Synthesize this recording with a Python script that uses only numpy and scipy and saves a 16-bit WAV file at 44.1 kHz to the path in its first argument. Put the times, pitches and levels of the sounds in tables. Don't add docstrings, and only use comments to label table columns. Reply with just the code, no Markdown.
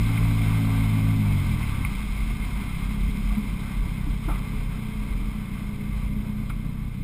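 import sys
import numpy as np
from scipy import signal
from scipy.fft import rfft, irfft
from scipy.io import wavfile
from scipy.ndimage import uniform_filter1d

SR = 44100
rng = np.random.default_rng(int(sys.argv[2]) if len(sys.argv) > 2 else 0)


def generate_wav(signal):
    frames = np.transpose(np.atleast_2d(signal))
    scaled = np.clip(frames, -1, 1) * 32767
    pcm = np.round(scaled).astype(np.int16)
    wavfile.write(sys.argv[1], SR, pcm)


def invert_db(level):
    return 10 ** (np.asarray(level, dtype=float) / 20)


N = 310023
T = np.arange(N) / SR
HZ = np.fft.rfftfreq(N, 1 / SR) + 1e-3
WHEEL_HZ, SLOWING_HZ_PER_S = 15.7, 1.04
IDLE_S, IDLE_FADE_S = 1.9, .025


def rms_one(x):
    return x / np.sqrt(np.mean(x ** 2) + 1e-20)


def in_time(rows):
    s, *columns = np.transpose(rows)
    return [np.interp(T, s, c) for c in columns]


def at_hz(points, hz):
    f, level = np.transpose(points)
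    return np.interp(np.log(hz), np.log(f), level, left=-90, right=-90)


def boost_db(peaks, hz):
    return sum(db / (1 + (2 * (hz - centre_hz) / width_hz) ** 2) for centre_hz, width_hz, db in peaks)


def drift(rate):
    r = np.exp(-80 * np.pi * rate / SR)
    slow = signal.lfilter([1], [1, -2 * r, r * r], rng.standard_normal(N // 40 + 2002))[2000:]
    return np.interp(np.arange(N) / 40, np.arange(len(slow)), rms_one(slow))


def coloured(x, gain_db):
    return rms_one(irfft(rfft(x) * invert_db(gain_db), N))


def speed_db(power):
    return power * 20 * np.log10(1 - SLOWING_HZ_PER_S * T / WHEEL_HZ)


def idling():
    return 1 / (1 + np.exp((IDLE_S - T) / IDLE_FADE_S))


# [t/s, f/Hz, level/dB]
ENGINE = [(0, 55.5, -22.5), (.8, 53.67, -21.5), (1.2, 52.75, -21), (1.36, 47.82, -20.5),
          (1.55, 41.1, -25.5), (1.86, 28.97, -22.5), (1.98, 27.22, -42), (2.15, 29.06, -37.5),
          (2.45, 31.61, -34.5), (2.9, 34.3, -32), (3.3, 34.38, -34.5), (4.0, 32.71, -33), (4.6, 31.88, -33),
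          (4.9, 30.51, -35.5), (5.8, 29.1, -35.5), (6.25, 29.88, -33), (6.6, 30.92, -34),
          (7.03, 31.62, -32.5)]
# [multiple of that rate, overrun level/dB, idle level/dB]
ORDERS = [(1, -30, -11.5), (2, -2.5, -18.5), (3, -8, -8), (4, -14, -7.5), (5, -15, -7), (6, -24, -13.5),
          (7, -23.5, -14), (8, -27, -31), (9, -38, -28)]
# [f/Hz, width f/Hz, boost level/dB]
PIPE = [(123.8, 21, 4), (238, 24, -6), (269, 10, 3)]
# [f/Hz, width f/Hz, boost level/dB]
PANEL = [(210, 16, 5)]
# [f/Hz, level/dB per Hz]
RASP = [(280, -30), (360, 0), (500, 0.5), (700, 1.5), (900, -2), (1300, -26)]
# [f/Hz, width f/Hz, boost level/dB]
HOUSING = [(418, 27, 7), (712, 40, 6), (1168, 70, 6), (1334, 50, 5), (2150, 70, 7.5), (2355, 70, 3),
           (2700, 50, 2), (2980, 60, 3), (3113, 100, 5), (3280, 40, 6), (3528, 45, 6), (3660, 60, 4),
           (3930, 45, 5), (4120, 50, 3)]


def exhaust():
    hz, level_db = in_time(ENGINE)
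    idle = idling()
    turn = 2 * np.pi * np.cumsum(hz) / SR + .05 * drift(5)
    lumpy_db = (.3 + 1.0 * idle) * np.tanh(drift(18))
    smear = np.interp(hz, [37, 52], [.05, 1.3])
    sag_db, sag_below_hz, idle_db = 4, 52, 6
    panel_extra_db = sag_db * np.clip((sag_below_hz - hz) / 4, 0, 1) + idle_db * idle
    tones = np.zeros(N)
    for k, order_overrun_db, order_idle_db in ORDERS:
        k = round(k)
        order_hz = k * hz
        panel_db = boost_db(PANEL, order_hz) * (1 + panel_extra_db / PANEL[0][2])
        db = boost_db(PIPE, order_hz) + panel_db + lumpy_db
        db += (.7 * k - .6) * (1 - .78 * idle) * np.tanh(drift(7))
        phase = k * turn + .045 * k * drift(4)
        share = invert_db(order_overrun_db) * (1 - idle) + invert_db(order_idle_db) * idle
        muffled = 1 / np.sqrt(1 + (order_hz / 286) ** 16)
        muffled /= np.sqrt(1 + (82 / order_hz) ** 12 * (1 - idle))
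        tones -= np.sqrt(2) * invert_db(db) * muffled * share * np.cos(phase - smear * (k - 3) ** 2)
    puffs = rng.standard_normal(N) * (1 + 0.82 * np.cos(2 * turn))
    rasp = coloured(puffs, at_hz(RASP, HZ) + boost_db(HOUSING, HZ))
    rasp_fade = np.clip((hz - 36) / 16, 0, 1)
    return invert_db(level_db) * (tones + invert_db(-27.5) * rasp_fade * rasp)


# [multiple of wheel turns, level/dB]
WHEEL_ORDERS = [(2, -8), (3, 1), (4, 1.5), (5, -19), (6, -4)]
# [t/s, level/dB]
JOLTS = [(.03, -24), (.31, -29), (.40, -28), (.81, -27), (1.3, -28), (1.46, -28), (1.86, -32), (1.99, -30),
         (2.09, -28.5), (2.19, -27.5), (2.3, -26), (2.43, -34), (2.54, -27), (2.88, -24.5), (3.04, -20.5),
         (3.29, -20.5), (3.52, -27.5), (3.82, -21.5), (4.09, -22.5), (4.31, -23.5), (4.59, -25),
         (4.69, -28.5), (5.01, -27.5), (5.15, -25), (5.26, -26.5), (5.95, -29), (6.06, -27.5), (6.19, -30),
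         (6.57, -30), (6.85, -30.5)]


def mount_shake():
    jolt_s, bend_s, bend_length_s = 0.05, 5.85, .5
    turns = WHEEL_HZ - SLOWING_HZ_PER_S * T
    sway_hz = 49.64 - 1.5 * T + 8 * np.exp(-((T - bend_s) / bend_length_s) ** 2)
    power = invert_db(-30.5 + speed_db(0.9) + 3 * drift(12.5)) ** 2
    power += sum(invert_db(db) ** 2 * np.exp(-((T - s) / jolt_s) ** 2) for s, db in JOLTS)
    angle = 2 * np.pi * np.cumsum(turns) / SR
    lines = np.zeros(N)
    for k, db in WHEEL_ORDERS:
        k = round(k)
        lift = 0.076 + 1 / np.sqrt(1 + ((k * turns - sway_hz) / 7) ** 2)
        lines += invert_db(db + 2.5 * drift(1)) * lift * np.sin(k * angle + .6 * drift(1))
    sway = np.sin(2 * np.pi * np.cumsum(sway_hz) / SR + .9 * drift(3))
    jolts = coloured(rng.standard_normal(N), -14 * np.log2(HZ / 44) ** 2)
    shake = invert_db(-2) * rms_one(lines) + rms_one(sway) + invert_db(-6) * jolts
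    even = np.sqrt(uniform_filter1d(shake ** 2, size=2200) + 0.18)
    return np.sqrt(power) * shake / even


# [t/s, level/dB]
ROAD = [(0, 0.5), (1, -0.5), (1.7, 0.5), (2.1, -0.5), (3.4, -0.5), (4, -1), (4.4, 0.5), (5.2, 0),
        (6.2, 0.5), (7.03, -2.5)]
# [f/Hz, level/dB per Hz]
BOOM = [(6, -31), (10, -3.5), (20, 1), (43, -3.5), (87, -13), (150, -8.5), (210, -3), (280, -13),
        (320, -22.5), (400, -34.5), (600, -31.5), (800, -71)]
# [f/Hz, width f/Hz, boost level/dB]
HOP = [(13, 2, 13)]
# [f/Hz, level/dB per Hz]
ROAR = [(250, -19), (350, -6.5), (500, -14.5), (660, -15), (800, -10.5), (980, -4), (1160, -6),
        (1260, -10.5), (1420, -12.5), (1530, -7), (1720, -16), (1900, -13), (2300, -17.5)]
# [f/Hz, level/dB per Hz]
HISS = [(1000, -22), (1700, -27), (1890, -32), (2030, -0.5), (2130, -2.5), (2580, -5.5), (2820, -14),
        (3170, -11.5), (4000, -13), (4510, -21.5), (5120, -14), (6000, -31.5), (7800, -69), (13200, -120)]


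def contact(grains_per_s, grain_db):
    hits = rng.random(N) < grains_per_s / SR
    sizes = invert_db(6.1 * np.minimum(rng.exponential(1, N), 4))
    grains = hits * sizes * rng.choice([-1, 1], N)
    return rng.standard_normal(N) + invert_db(grain_db) * rms_one(grains)


def tyres():
    coarse_db, = in_time(ROAD)
    boom_db = -33.5 + speed_db(0.073) + 2.5 * (1 - idling())
    roar_db = -41.5 + speed_db(1.92) + 0.97 * coarse_db
    hiss_db = -40.5 + speed_db(2.2) + 0.84 * coarse_db
    together = 0.9 * drift(10.7) + 0.99 * drift(30)
    housing = boost_db(HOUSING, HZ)
    body = .5 * (boost_db(PANEL, HZ) + boost_db(PIPE, HZ))
    rumble = rng.standard_normal(N) * invert_db(2.0 * np.tanh(drift(3.5)))
    boom = coloured(rumble, at_hz(BOOM, HZ) + boost_db(HOP, HZ) + body + housing)
    roar = coloured(contact(150, -13.5), at_hz(ROAR, HZ) + housing)
    hiss = coloured(contact(300, -14.0), at_hz(HISS, HZ) + housing)
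    out = invert_db(boom_db) * boom
    out += invert_db(roar_db + 0.56 * together + 0.98 * drift(4.7)) * roar
    out += invert_db(hiss_db + .5 + 0.61 * together + 0.12 * drift(15)) * hiss
    return out


# [t/s, peak level/dB, length t/s, centre f/Hz, spread/octaves]
GRIT = [(0.008, -37, 0.013, 930, 1.8), (0.173, -26.5, .008, 2160, 0.44), (0.415, -32, 0.0053, 2180, 0.37),
        (1.628, -27.5, 0.0028, 2270, 0.31), (1.849, -19, 0.00077, 2300, 0.24),
        (1.849, -29, 0.00067, 1097, 0.5), (2.503, -43, 0.0036, 2163, .5), (3.30, -37.5, 0.031, 900, 0.53),
        (3.37, -36, 0.019, 1004, 0.29), (4.282, -27, 0.026, 952, 0.97), (4.306, -31.5, 0.026, 1390, 1.1),
        (4.35, -36, 0.013, 2120, 0.15), (5.229, -41, 0.011, 1002, 0.44), (5.809, -40, 0.0044, 2000, 0.55),
        (6.492, -39, 0.0083, 3797, 0.94), (6.494, -30, .013, 1990, 1.18), (6.496, -34, .01, 1180, 0.11),
        (6.498, -37, .009, 1550, .2), (6.515, -40, .008, 2100, 0.23), (6.502, -44, 0.0072, 2500, .3)]


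def grit():
    out, size = np.zeros(N), 4096
    t, hz = np.arange(size) / SR, np.fft.rfftfreq(size, 1 / SR) + 1
    tread_db = 0.99 * (at_hz(HISS, np.maximum(hz, 2130)) - 16 * np.exp(-((hz - 1750) / 220) ** 2))
    forward = np.r_[1, 2 * np.ones(size // 2 - 1), 1, np.zeros(size // 2 - 1)]
    for s, peak_db, length, centre_hz, spread in GRIT:
        burst = rng.standard_normal(size) * (t / length) ** 1.07 * np.exp(-2.5 * t / length)
        colour = -6 * (np.log2(hz / centre_hz) / spread) ** 2 + 1.44 * boost_db(HOUSING, hz) + tread_db
        fold = irfft(np.log(invert_db(np.maximum(colour - colour.max(), -50)))) * forward
        burst = irfft(rfft(burst) * np.exp(rfft(fold)), size)
        at = round(s * SR)
        out[at:at + size] += invert_db(peak_db) * burst / np.abs(burst).max()
    return out


# [t/s, f/Hz, level/dB]
FAR_CAR = [(2.6, 407, -56), (2.95, 416.8, -55.5), (3.4, 421, -59.5), (4.1, 425, -58), (5.0, 436.7, -54.5),
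           (5.4, 441.2, -58), (5.95, 410.4, -55), (6.45, 438.6, -57.5), (7.03, 455, -63)]
# [multiple of a quarter of that pitch, level/dB]
FAR_ORDERS = [(3, -5), (4, -1), (5, -8), (6, -11)]


def car_ahead():
    hz, level_db = in_time(FAR_CAR)
    turn = 2 * np.pi * np.cumsum(hz + 2.2 * drift(6)) / SR / 4
    fade = np.clip((T - FAR_CAR[0][0]) / 0.36, 0, 1)
    tones = sum(invert_db(level_db + db + 1.8 * drift(2.5)) * np.sin(round(k) * turn) for k, db in FAR_ORDERS)
    return np.sqrt(2) * fade * tones


# [t/s, peak level/dB, f/Hz, rise t/s, fall by 60 dB t/s]
BUMPS = [
    (3.362, -9.5, 212, 0.016, 0.16),
    (4.065, -26.5, 285, 0.0042, 0.13),
    (3.5, -41, 345, 0.0049, 0.078),
    (3.86, -32, 322, 0.0049, .07),
    (3, -34, 330, 0.005, 0.072),
    (4.276, -26.5, 297, 0.0042, 0.16),
    (4.277, -31, 335, 0.0041, 0.12),
    (4.1, -41, 470, 0.0063, 0.078),
]


def bumps():
    out, t = np.zeros(N), T[:SR // 2]
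    for s, peak_db, hz, rise, t60 in BUMPS:
        swell = 1 - np.exp(-(t / rise) ** 2)
        ring = invert_db(peak_db - 60 * t / t60) * swell * np.sin(2 * np.pi * hz * t)
        out[round(s * SR):][:len(t)] += ring
    return out


def scene():
    return (exhaust() + mount_shake() + tyres() + grit() + car_ahead() + bumps())[None]


def low_pass(x):
    return signal.sosfilt(signal.butter(12, 15540, fs=SR, output="sos"), x)


def record(dry):
    low = signal.resample_poly(dry, 40, 147, axis=1, padtype="line")
    held = np.repeat(low, 4, axis=1)
    out = signal.resample_poly(held, 147, 160, axis=1, padtype="line")[:, :N]
    hz = np.fft.rfftfreq(2 * N, 1 / SR)
    gain = (hz < 15310) * hz ** 2 / (hz ** 2 + 8 ** 2)
    mirrored = np.hstack([out, out[:, ::-1]])
    out = irfft(rfft(mirrored) * gain)[:, :N]
    return low_pass(out)


dry = scene()
out = record(dry)
generate_wav(out)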